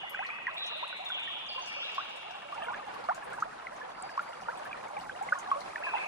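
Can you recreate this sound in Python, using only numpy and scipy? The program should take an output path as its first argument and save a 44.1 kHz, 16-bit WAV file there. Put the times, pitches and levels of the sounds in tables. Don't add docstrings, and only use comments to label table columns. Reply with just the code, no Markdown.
import sys
import numpy as np
from scipy import signal
from scipy.fft import rfft, irfft, next_fast_len
from scipy.io import wavfile

SR = 44100
rng = np.random.default_rng(int(sys.argv[2]) if len(sys.argv) > 2 else 0)


def bounce(signal):
    frames = np.transpose(np.atleast_2d(signal))
    limited = np.clip(frames, -1, 1)
    pcm = np.round(limited * 32767).astype(np.int16)
    wavfile.write(sys.argv[1], SR, pcm)


N = 267687
TIME = np.arange(N) / SR


def from_db(db):
    return 10 ** (np.asarray(db) / 20)


def rms_one(x):
    return x / np.sqrt(np.mean(x ** 2) + 1e-20)


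def in_time(rows, t):
    start_s, *columns = np.transpose(rows)
    return [np.interp(t, start_s, column) for column in columns]


def add(track, start_s, sound):
    at = int(np.clip(round(start_s * SR), 0, len(track)))
    track[at:at + len(sound)] += sound[:len(track) - at]


def drift(per_s):
    knots = rng.standard_normal(4096)
    return np.interp(TIME * per_s, np.arange(len(knots)), knots)


def pair(likeness, size):
    mid, side = rng.standard_normal((2, size))
    likeness = np.clip(likeness, -1, 1)
    common = np.sqrt(1 + likeness) * mid
    opposed = np.sqrt(1 - likeness) * side * [[1], [-1]]
    return (common + opposed) / np.sqrt(2)


def coloured(spectrum, likeness):
    hz, db = np.transpose(spectrum)
    size = next_fast_len(N)
    octave = np.log2(np.maximum(np.fft.rfftfreq(size, 1 / SR), 1))
    outside = np.abs(octave - np.clip(octave, np.log2(hz[0]), np.log2(hz[-1])))
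    gain = from_db(np.interp(octave, np.log2(hz), db) - 41 * outside)
    noise = irfft(rfft(pair(likeness, size)) * gain, size)
    return rms_one(noise[:, :N])


def trees(x, t60_s, build_s, likeness, delay_s=0):
    t = np.maximum(np.arange(2 * SR) / SR - delay_s, 0)
    tail = pair(likeness, len(t)) * from_db(-60 * t / t60_s) * (1 - np.exp(-t / build_s))
    tail /= np.sqrt(np.sum(tail ** 2) / 2)
    return signal.fftconvolve(x[None], tail, axes=1)[:, :len(x)]


def from_left(x, lag_s, pan_db=0):
    left = from_db(pan_db / 2) * x
    right = from_db(-pan_db / 2) * np.interp(TIME - lag_s, TIME, x)
    return np.array([left, right])


# pitch_hz [Hz], level_db [relative dB per Hz]
RUMBLE_SPECTRUM = [(18, -56), (30, -3), (59, -11), (182, 0.5), (258, -2), (450, -7), (580, -56),
                   (990, -120)]
# start_s [s], level_db [dB before the mix]
RUMBLE_SWELLS = [(0.0, -57.5), (2.48, -58), (2.6, -53), (4.93, -54.5), (4.99, -48), (5.18, -53.5),
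                 (6.07, -54)]


def rumble():
    level_db, = in_time(RUMBLE_SWELLS, TIME)
    return from_db(level_db - 8.0 + 2.15 * drift(14)) * coloured(RUMBLE_SPECTRUM, likeness=-0.6)


# start_s [s], lapping_db [dB before the mix], leaves_db [dB before the mix]
BANK_LEVELS = [(0.0, -51, -79.5), (2.45, -48, -77.5), (2.9, -46, -74), (3.8, -48, -75.5),
               (4.15, -46, -73.5), (5.29, -46.5, -72), (5.72, -44.5, -70), (6.07, -42, -69.5)]


def bank():
    return in_time(BANK_LEVELS, TIME)


# pitch_hz [Hz], level_db [relative dB per Hz]
WASH_SPECTRUM = [(180, -57), (300, -11.5), (630, -4.5), (806, 1), (985, -2), (1670, -7.5), (1880, -10),
                 (2410, -12.5), (2910, -17), (3470, -19), (5000, -28), (6500, -78), (11000, -120)]


def wash(lapping_db):
    return from_db(lapping_db - 0.5 + 2.7 * drift(40)) * coloured(WASH_SPECTRUM, likeness=0.014)


# pitch_hz [Hz], level_db [relative dB per Hz]
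LEAF_SPECTRUM = [(2060, -28), (3500, -16), (3820, 1), (4710, 0.5), (10100, -6), (11100, -8), (12000, -32),
                 (13000, -59)]


def leaves(leaves_db):
    level_waver = from_db(1.6 * drift(30))
    return level_waver * from_db(leaves_db + 9.5) * coloured(LEAF_SPECTRUM, likeness=0.039)


def droplet(hz, life_s):
    t = np.arange(SR // 50) / SR
    noise = rng.standard_normal(len(t)) * np.exp(-t / life_s) * (1 - np.exp(-t / 0.00035))
    crack = signal.sosfilt(signal.butter(2, 3500, "high", fs=SR, output="sos"), noise)
    ring = signal.lfilter(*signal.iirpeak(min(hz, SR / 3), 5, fs=SR), noise)
    return 0.051 * crack + 1.46 * ring


# start_s [s], level_db [dB before the mix], pitch_hz [Hz]
TICKS = [(0.096, -43.5, 11400), (0.265, -43, 4200), (0.6645, -42.5, 6600), (0.7712, -51, 8600),
         (1.5968, -45, 4550), (1.946, -38, 4350), (2.5458, -48, 5230), (2.8766, -53, 4810),
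         (2.942, -37, 3270), (3.0404, -47, 4340), (3.1465, -40, 7250), (3.2445, -52, 9200),
         (3.403, -44, 6800), (4.221, -52.5, 10800), (4.593, -46.5, 4940), (4.648, -52, 10200),
         (5.009, -43, 4400), (5.226, -44.5, 7150), (5.3877, -40.5, 6900), (5.606, -38.5, 4240)]


def droplets(level_db, life_s, spray_db, count):
    out = np.zeros(N)
    for start_s, tick_db, hz in TICKS:
        add(out, start_s, from_db(tick_db + level_db) * droplet(hz, life_s))
    for when, pitch, faintness in rng.random((count, 3)):
        gain = from_db(spray_db - 11.5 * np.sqrt(faintness))
        add(out, when * N / SR, gain * droplet(3000 * 3 ** pitch, life_s))
    return out


BURST_OCTAVES = 0.9
HOOK_S, HOOK_POWER = 0.02, 0.5
SAG_OCTAVES = 0.38


def bubble(hz, rise, life_s, attack_s):
    t = np.arange(int(4 * max(life_s, 0.001) * SR)) / SR
    swell = (1 - np.exp(-t / max(attack_s, 1e-4))) * np.exp(-(t / life_s) ** 1.25)
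    hook = (t / HOOK_S) ** HOOK_POWER if rise > 0 else 1
    climb = np.clip(rise * t * hook, -SAG_OCTAVES, 2)
    pitch = hz * 2 ** climb
    swell = swell * np.exp(-(np.abs(climb) / BURST_OCTAVES) ** 6)
    return swell / swell.max() * np.sin(2 * np.pi * np.cumsum(pitch) / SR)


def gurgle(lapping_db, per_s, centre_hz, octaves, cycles, rise, spread_db):
    out = np.zeros(N)
    for when, pitch, faintness, climb, damping in rng.random((int(per_s * N / SR), 5)):
        offset = octaves * np.arcsin(2 * pitch - 1) / (np.pi / 2)
        hz = centre_hz * 2 ** offset
        life_s = cycles * (0.5 + damping) / hz
        db = lapping_db[int(when * N)] - spread_db * np.sqrt(faintness) - 0.51 * offset ** 2
        add(out, when * N / SR, from_db(db) * bubble(hz, rise * climb, life_s, attack_s=0.00059))
    return out


# start_s [s], level_db of their bubbles [dB peak before the mix]
LAPS = [(.49, -43), (2.28, -44), (2.62, -40), (2.71, -43.5), (3.059, -53), (4.66, -42), (4.97, -50),
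        (5.459, -38), (5.935, -34.5)]


def laps(count, length_s, spread_db, centre_hz, cycles):
    out = np.zeros(N)
    for start_s, level_db in LAPS:
        for when, pitch, faintness, climb in rng.random((count, 4)):
            hz = centre_hz * 2 ** (2.5 * (pitch - 0.5))
            ring = bubble(hz, 14 * climb, cycles / hz, attack_s=0.001)
            gain = from_db(level_db - spread_db * faintness - 5 * pitch)
            add(out, start_s + length_s * (when ** 1.5 - 0.1), gain * ring)
    return out


def plop(hz, rise, life_s, attack_s):
    ring = bubble(hz, rise, life_s, attack_s)
    t = np.arange(SR // 50) / SR
    soft = signal.butter(2, [500, 3200], "band", fs=SR, output="sos")
    slap = signal.sosfilt(soft, rng.standard_normal(len(t)) * np.exp(-t / 0.0031))
    add(ring, 0, from_db(-12.0) * np.exp(-attack_s / 0.00078) * slap)
    return ring


DRIP_ATTACK_S = 0.00028
# start_s [s], level_db [dB of the ring before the mix],
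# pitch_hz at the start [Hz], glide [octaves per s], life_s [s]
DRIPS = [(0.146, -26.5, 1576, -10, 0.0059), (0.1914, -30, 1570, 12, 0.004), (0.192, -31, 1920, 9, 0.0022),
         (0.249, -33.5, 1945, -8, 0.0054), (0.2904, -35, 1280, -16, 0.007), (0.302, -31.5, 2364, 9, 0.0089),
         (0.3858, -36, 1600, -22, 0.0046), (0.4684, -22, 1960, -12.5, 0.0069),
         (0.4802, -31, 1660, 0, 0.0076), (0.578, -35.5, 2470, -11, 0.0049), (0.9273, -35, 1495, -1, 0.0078),
         (2.582, -35, 967, -19, 0.027), (1.2755, -34.5, 1845, -1, 0.01), (2.6174, -34.5, 1225, -1, 0.0087),
         (2.6211, -38, 2690, -3, 0.0054), (2.634, -38, 3110, 2, 0.0044), (2.644, -41.5, 2400, 0, 0.0044),
         (2.6634, -38, 1330, 3, 0.0073), (2.6843, -31.5, 957, 7, 0.021), (2.684, -30, 1454, -1.5, 0.012),
         (2.7341, -35, 1488, 8, 0.019), (2.745, -28, 1620, 8, 0.0028), (3.087, -22, 1213, -3, 0.006),
         (3.0948, -22.5, 1467, -15, 0.0066), (3.224, -38.5, 1690, 4, 0.0065),
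         (3.323, -37.5, 1507, -12.5, 0.022), (3.337, -36, 1600, 6, 0.011),
         (3.6688, -29.5, 2130, -17, 0.0045), (3.814, -36.5, 1710, 2, 0.015),
         (4.0941, -37.5, 1710, -9, 0.0079), (4.1932, -22, 1350, 10.5, 0.0065),
         (4.4856, -26, 920, 4.5, 0.0097), (4.654, -37, 1630, 0, 0.005), (4.7293, -29.5, 2450, -9, 0.0038),
         (4.745, -36, 1330, 10, 0.005), (4.967, -36.5, 2400, -13, 0.007), (5.095, -29, 1610, -9, 0.0067),
         (5.2872, -30.5, 2080, 3, 0.0057), (5.326, -23.5, 1240, 0, 0.0078), (5.355, -31.5, 1104, -1, 0.017),
         (5.515, -16.5, 1150, -5.5, 0.0135), (5.7585, -23.5, 1880, -32, 0.003),
         (5.8666, -33, 1726, -5.5, 0.03), (5.9371, -22, 963, -16.5, 0.012)]
# start_s [s], level_db [dB of the ring before the mix],
# pitch_hz at the start [Hz], rise [octaves per s], life_s [s], attack_s [s]
PLOPS = [(0.0342, -34, 737, 19.5, 0.011, 0.006), (0.1903, -31, 720, 12.5, 0.035, 0.0012),
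         (0.17, -41, 1770, 16, 0.012, 0.004), (0.2245, -35.5, 1470, 30, 0.01, 0.0025),
         (0.3263, -41.5, 1130, 8, 0.013, 0.0081), (0.478, -31, 973, 12.5, 0.013, 0.0054),
         (0.752, -41, 595, 3, 0.025, 0.0088), (0.8265, -30, 900, 25.5, 0.015, 0.0033),
         (0.995, -37.5, 733, 3, 0.03, 0.0042), (1.5782, -32.5, 1027, 1.5, 0.015, 0.0035),
         (1.9809, -22.5, 1070, 15.5, 0.0098, 0.00043), (1.997, -33, 1284, 19, 0.0096, 0.0046),
         (2.5243, -31.5, 1136, 6.5, 0.016, 0.00043), (2.6221, -33.5, 657, 5, 0.015, 0.006),
         (2.7005, -33, 761, 19, 0.037, 0.00019), (2.8686, -37.5, 827, 5.5, 0.017, 0.0029),
         (3.0399, -35.5, 833, 15.5, 0.019, 0.00066), (3.087, -24, 658, 16, 0.068, 0.0015),
         (3.3842, -31.5, 950, 7, 0.0057, 0.002), (3.4227, -19.5, 1200, 40, 0.0048, 0.0088),
         (4.03, -37, 741, 5.5, 0.033, 0.005), (4.177, -21, 1048, 25, 0.0086, 0.00022),
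         (4.484, -28, 1371, 16, 0.013, 0.00042), (1.1015, -30.5, 1450, 8, 0.0033, 0.004),
         (4.9642, -31, 798, 4.5, 0.014, 0.006), (5.155, -38, 690, 6.5, 0.019, 0.0044),
         (5.2101, -28, 758, 7.5, 0.018, 0.0036), (5.3222, -16, 1403, 30, 0.0056, 0.0042),
         (5.5416, -33.5, 1100, 1, 0.0243, 0.0045), (5.556, -33, 561, 1, 0.024, 0.0076),
         (5.824, -35, 1560, 42, 0.011, 0.00022), (5.866, -31, 1045, -1.5, 0.012, 0.0023),
         (5.9492, -30.5, 937, 8, 0.013, 0.0021)]


def plops():
    out = np.zeros(N)
    for start_s, level_db, hz, glide, life_s in DRIPS:
        add(out, start_s, from_db(level_db) * plop(hz, glide, life_s, DRIP_ATTACK_S))
    for start_s, level_db, hz, rise, life_s, attack_s in PLOPS:
        add(out, start_s, from_db(level_db) * plop(hz, rise, life_s, attack_s))
    return out


WATER_LAG_S = 0.00027


def near_water(lapping_db):
    small = from_db(10.0) * gurgle(lapping_db, per_s=220, centre_hz=896.0, octaves=1.105,
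                                   cycles=10.6, rise=11.4, spread_db=16.0)
    trickle = from_db(5.5) * gurgle(lapping_db, per_s=230, centre_hz=1655, octaves=1.223,
                                    cycles=6.9, rise=6.6, spread_db=17)
    breaking = from_db(5.0) * laps(count=13, length_s=0.078, spread_db=14.5, centre_hz=1606, cycles=13.3)
    water = plops() + small + trickle + breaking
    tail = from_db(-17.0) * trees(water, t60_s=0.85, build_s=0.0033, likeness=0.18)
    return from_left(water, WATER_LAG_S, pan_db=-2.0) + tail


# start_s [s], level_db [dB peak], pitch_hz at the start [Hz],
# rise [octaves per s, negative for a fall], life_s [s], attack_s [s]
TSIP = (4.0232, -35.5, 9500, -110, .0026, .001)


def tsip():
    start_s, level_db, *tone = TSIP
    out = np.zeros(N)
    add(out, start_s, from_db(level_db) * bubble(*tone))
    return out


BIRD_LAG_S = 0.000008
NEAR_TRUNKS_DB, NEAR_TRUNKS_T60_S, FAR_BANK_DELAY_S = -0.5, 0.61, 0.1
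LEAF_DAMPING_HZ, HIGH_T60_SHARE = 3530, 0.6


def wood_echo(voice, t60_s, likeness):
    echo = from_db(NEAR_TRUNKS_DB) * trees(voice, NEAR_TRUNKS_T60_S, 0.0025, likeness=0.83)
    for kind, ring_s in (("low", t60_s), ("high", t60_s * HIGH_T60_SHARE)):
        split = signal.butter(4, LEAF_DAMPING_HZ, kind, fs=SR, output="sos")
        echo = echo + trees(signal.sosfilt(split, voice), ring_s, 0.012, likeness, FAR_BANK_DELAY_S)
    return echo


def bird(phrases, direct_db, echo_db, t60_s, waver, likeness):
    voice = np.zeros(N + SR)
    for warble_per_s, rows in phrases:
        t = np.arange(rows[0][0], rows[-1][0], 1 / SR)
        hz, db, depth_hz = in_time(rows, t)
        swing = depth_hz * np.sin(2 * np.pi * warble_per_s * t + 0.53 * drift(37.0)[:len(t)])
        pitch = hz * (1 + waver * drift(178.4)[:len(t)]) + swing
        db = db + 40 * swing / hz + 1.3 * drift(105.0)[:len(t)]
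        fade = signal.windows.tukey(len(t), 0.06)
        tone = np.sqrt(2) * np.sin(2 * np.pi * np.cumsum(pitch) / SR)
        add(voice, t[0] + 1, fade * from_db(db) * tone)
    direct = from_left(voice[SR:], BIRD_LAG_S)
    echo = wood_echo(voice, t60_s, likeness)[:, SR:]
    return from_db(direct_db) * direct + from_db(echo_db) * echo


def chip(start_s, hz, db, length_s, glide):
    rows = [(start_s + length_s * part, hz * 2 ** (glide * part), db - 20 * abs(part - 0.5), 90)
            for part in (0, 0.5, 1)]
    return 90, rows


# start_s [s], pitch_hz at the start [Hz], level_db [dB before the mix],
# length_s [s], glide [octaves over the note]
CHIPS = [(1.487, 5220, -58.5, 0.02, -0.36), (1.612, 6670, -67, 0.024, -0.28),
         (1.663, 5300, -67.5, 0.055, .002), (3.879, 4630, -78, 0.312, .02)]


def far_bird():
    return bird([chip(*row) for row in CHIPS], direct_db=17, echo_db=17.5, t60_s=4.4,
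                waver=0.0023, likeness=0.58)


def arc(start_s, length_s, pitches, db):
    part = np.linspace(-1, 1, 21)
    hz = np.polyval(np.polyfit([-1, 0, 1], pitches, 2), part)
    return start_s + length_s * (part + 1) / 2, hz, np.full_like(hz, db)


# start_s [s], length_s [s], first_hz [Hz], middle_hz [Hz], last_hz [Hz],
# level_db [dB before the mix]
WHISTLES = [(-.12, 0.04, 3090, 2870, 2870, -40), (0.01, 0.086, 2900, 2002, 2260, -45),
            (0.129, 0.14, 2220, 2601, 2376, -43), (0.228, 0.084, 2333, 1855, 2092, -44.5),
            (0.782, 0.032, 2726, 2267, 1830, -42.5), (0.898, 0.061, 2430, 2296, 2230, -45),
            (1.055, 0.1, 3680, 3446, 3280, -38), (1.115, 0.089, 3340, 2905, 2247, -39),
            (1.5, 0.07, 2880, 2772, 2784, -39.5), (1.668, 0.055, 2706, 2340, 2210, -43.5),
            (5.836, 0.024, 2660, 2560, 2380, -34), (6.002, 0.041, 2330, 2290, 2130, -39)]
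# start_s [s], length_s [s], first_hz [Hz], middle_hz [Hz], last_hz [Hz],
# level_db [dB before the mix]
BUZZES = [(-.31, 0.085, 3380, 3314, 3160, -43), (0.568, 0.015, 3310, 3623, 3690, -38.5),
          (.583, 0.098, 3707, 3752, 3732, -41), (0.622, .027, 3690, 3345, 2970, -39),
          (0.664, 0.093, 2935, 2760, 2717, -43), (1.193, .17, 2843, 3116, 3415, -45),
          (1.719, 0.14, 2200, 2890, 3803, -41.5), (1.798, 0.11, 2700, 2760, 2770, -43)]
BUZZ_PER_S, BUZZ_FROM_HZ, BUZZ_DEPTH = 136, 2270, 0.17
# start_s [s], length_s [s], pitch_hz at the middle [Hz], level_db [dB before the mix],
# rate [swings per s]
TRILLS = [(0.345, 0.305, 2600, -50, 31), (5.86, 0.14, 2527, -43, 33)]
TRILL_DEPTH, TRILL_ARCH = 0.065, 0.0296


def song_notes():
    notes = []
    for start_s, length_s, *pitches, db in WHISTLES:
        t, hz, level = arc(start_s, length_s, pitches, db)
        notes.append((0, np.transpose([t, hz, level, np.zeros_like(hz)])))
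    for start_s, length_s, *pitches, db in BUZZES:
        t, hz, level = arc(start_s, length_s, pitches, db)
        depth_hz = BUZZ_DEPTH * np.maximum(hz - BUZZ_FROM_HZ, 0)
        notes.append((BUZZ_PER_S, np.transpose([t, hz, level, depth_hz])))
    for start_s, length_s, top_hz, db, per_s in TRILLS:
        ends_hz = top_hz * (1 - TRILL_ARCH)
        t, hz, level = arc(start_s, length_s, [ends_hz, top_hz, ends_hz], db)
        notes.append((per_s, np.transpose([t, hz, level, TRILL_DEPTH * hz])))
    return notes


def songbird():
    return bird(song_notes(), direct_db=-3.0, echo_db=-0.5, t60_s=3.18, waver=0.0029, likeness=0.13)


def scene():
    lapping_db, leaves_db = bank()
    bed = rumble() + wash(lapping_db) + leaves(leaves_db)
    spray = droplets(level_db=11.5, life_s=0.00075, spray_db=-37.0, count=220)
    spray_tail = from_db(5.0) * trees(spray, t60_s=0.089, build_s=0.0032, likeness=0.0)
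    ticks = from_left(spray, lag_s=0.00007, pan_db=9.0) + spray_tail
    high_tsip = from_left(tsip(), lag_s=0.00006)
    return bed + ticks + near_water(lapping_db) + high_tsip + far_bird() + songbird()


CUTOFF_HZ = 13000


def record(dry):
    top_cut = signal.ellip(10, 0.2, 80, CUTOFF_HZ, fs=SR, output="sos")
    return signal.sosfilt(top_cut, dry * [[1], [-1]])


dry = scene()
out = record(dry)
bounce(out)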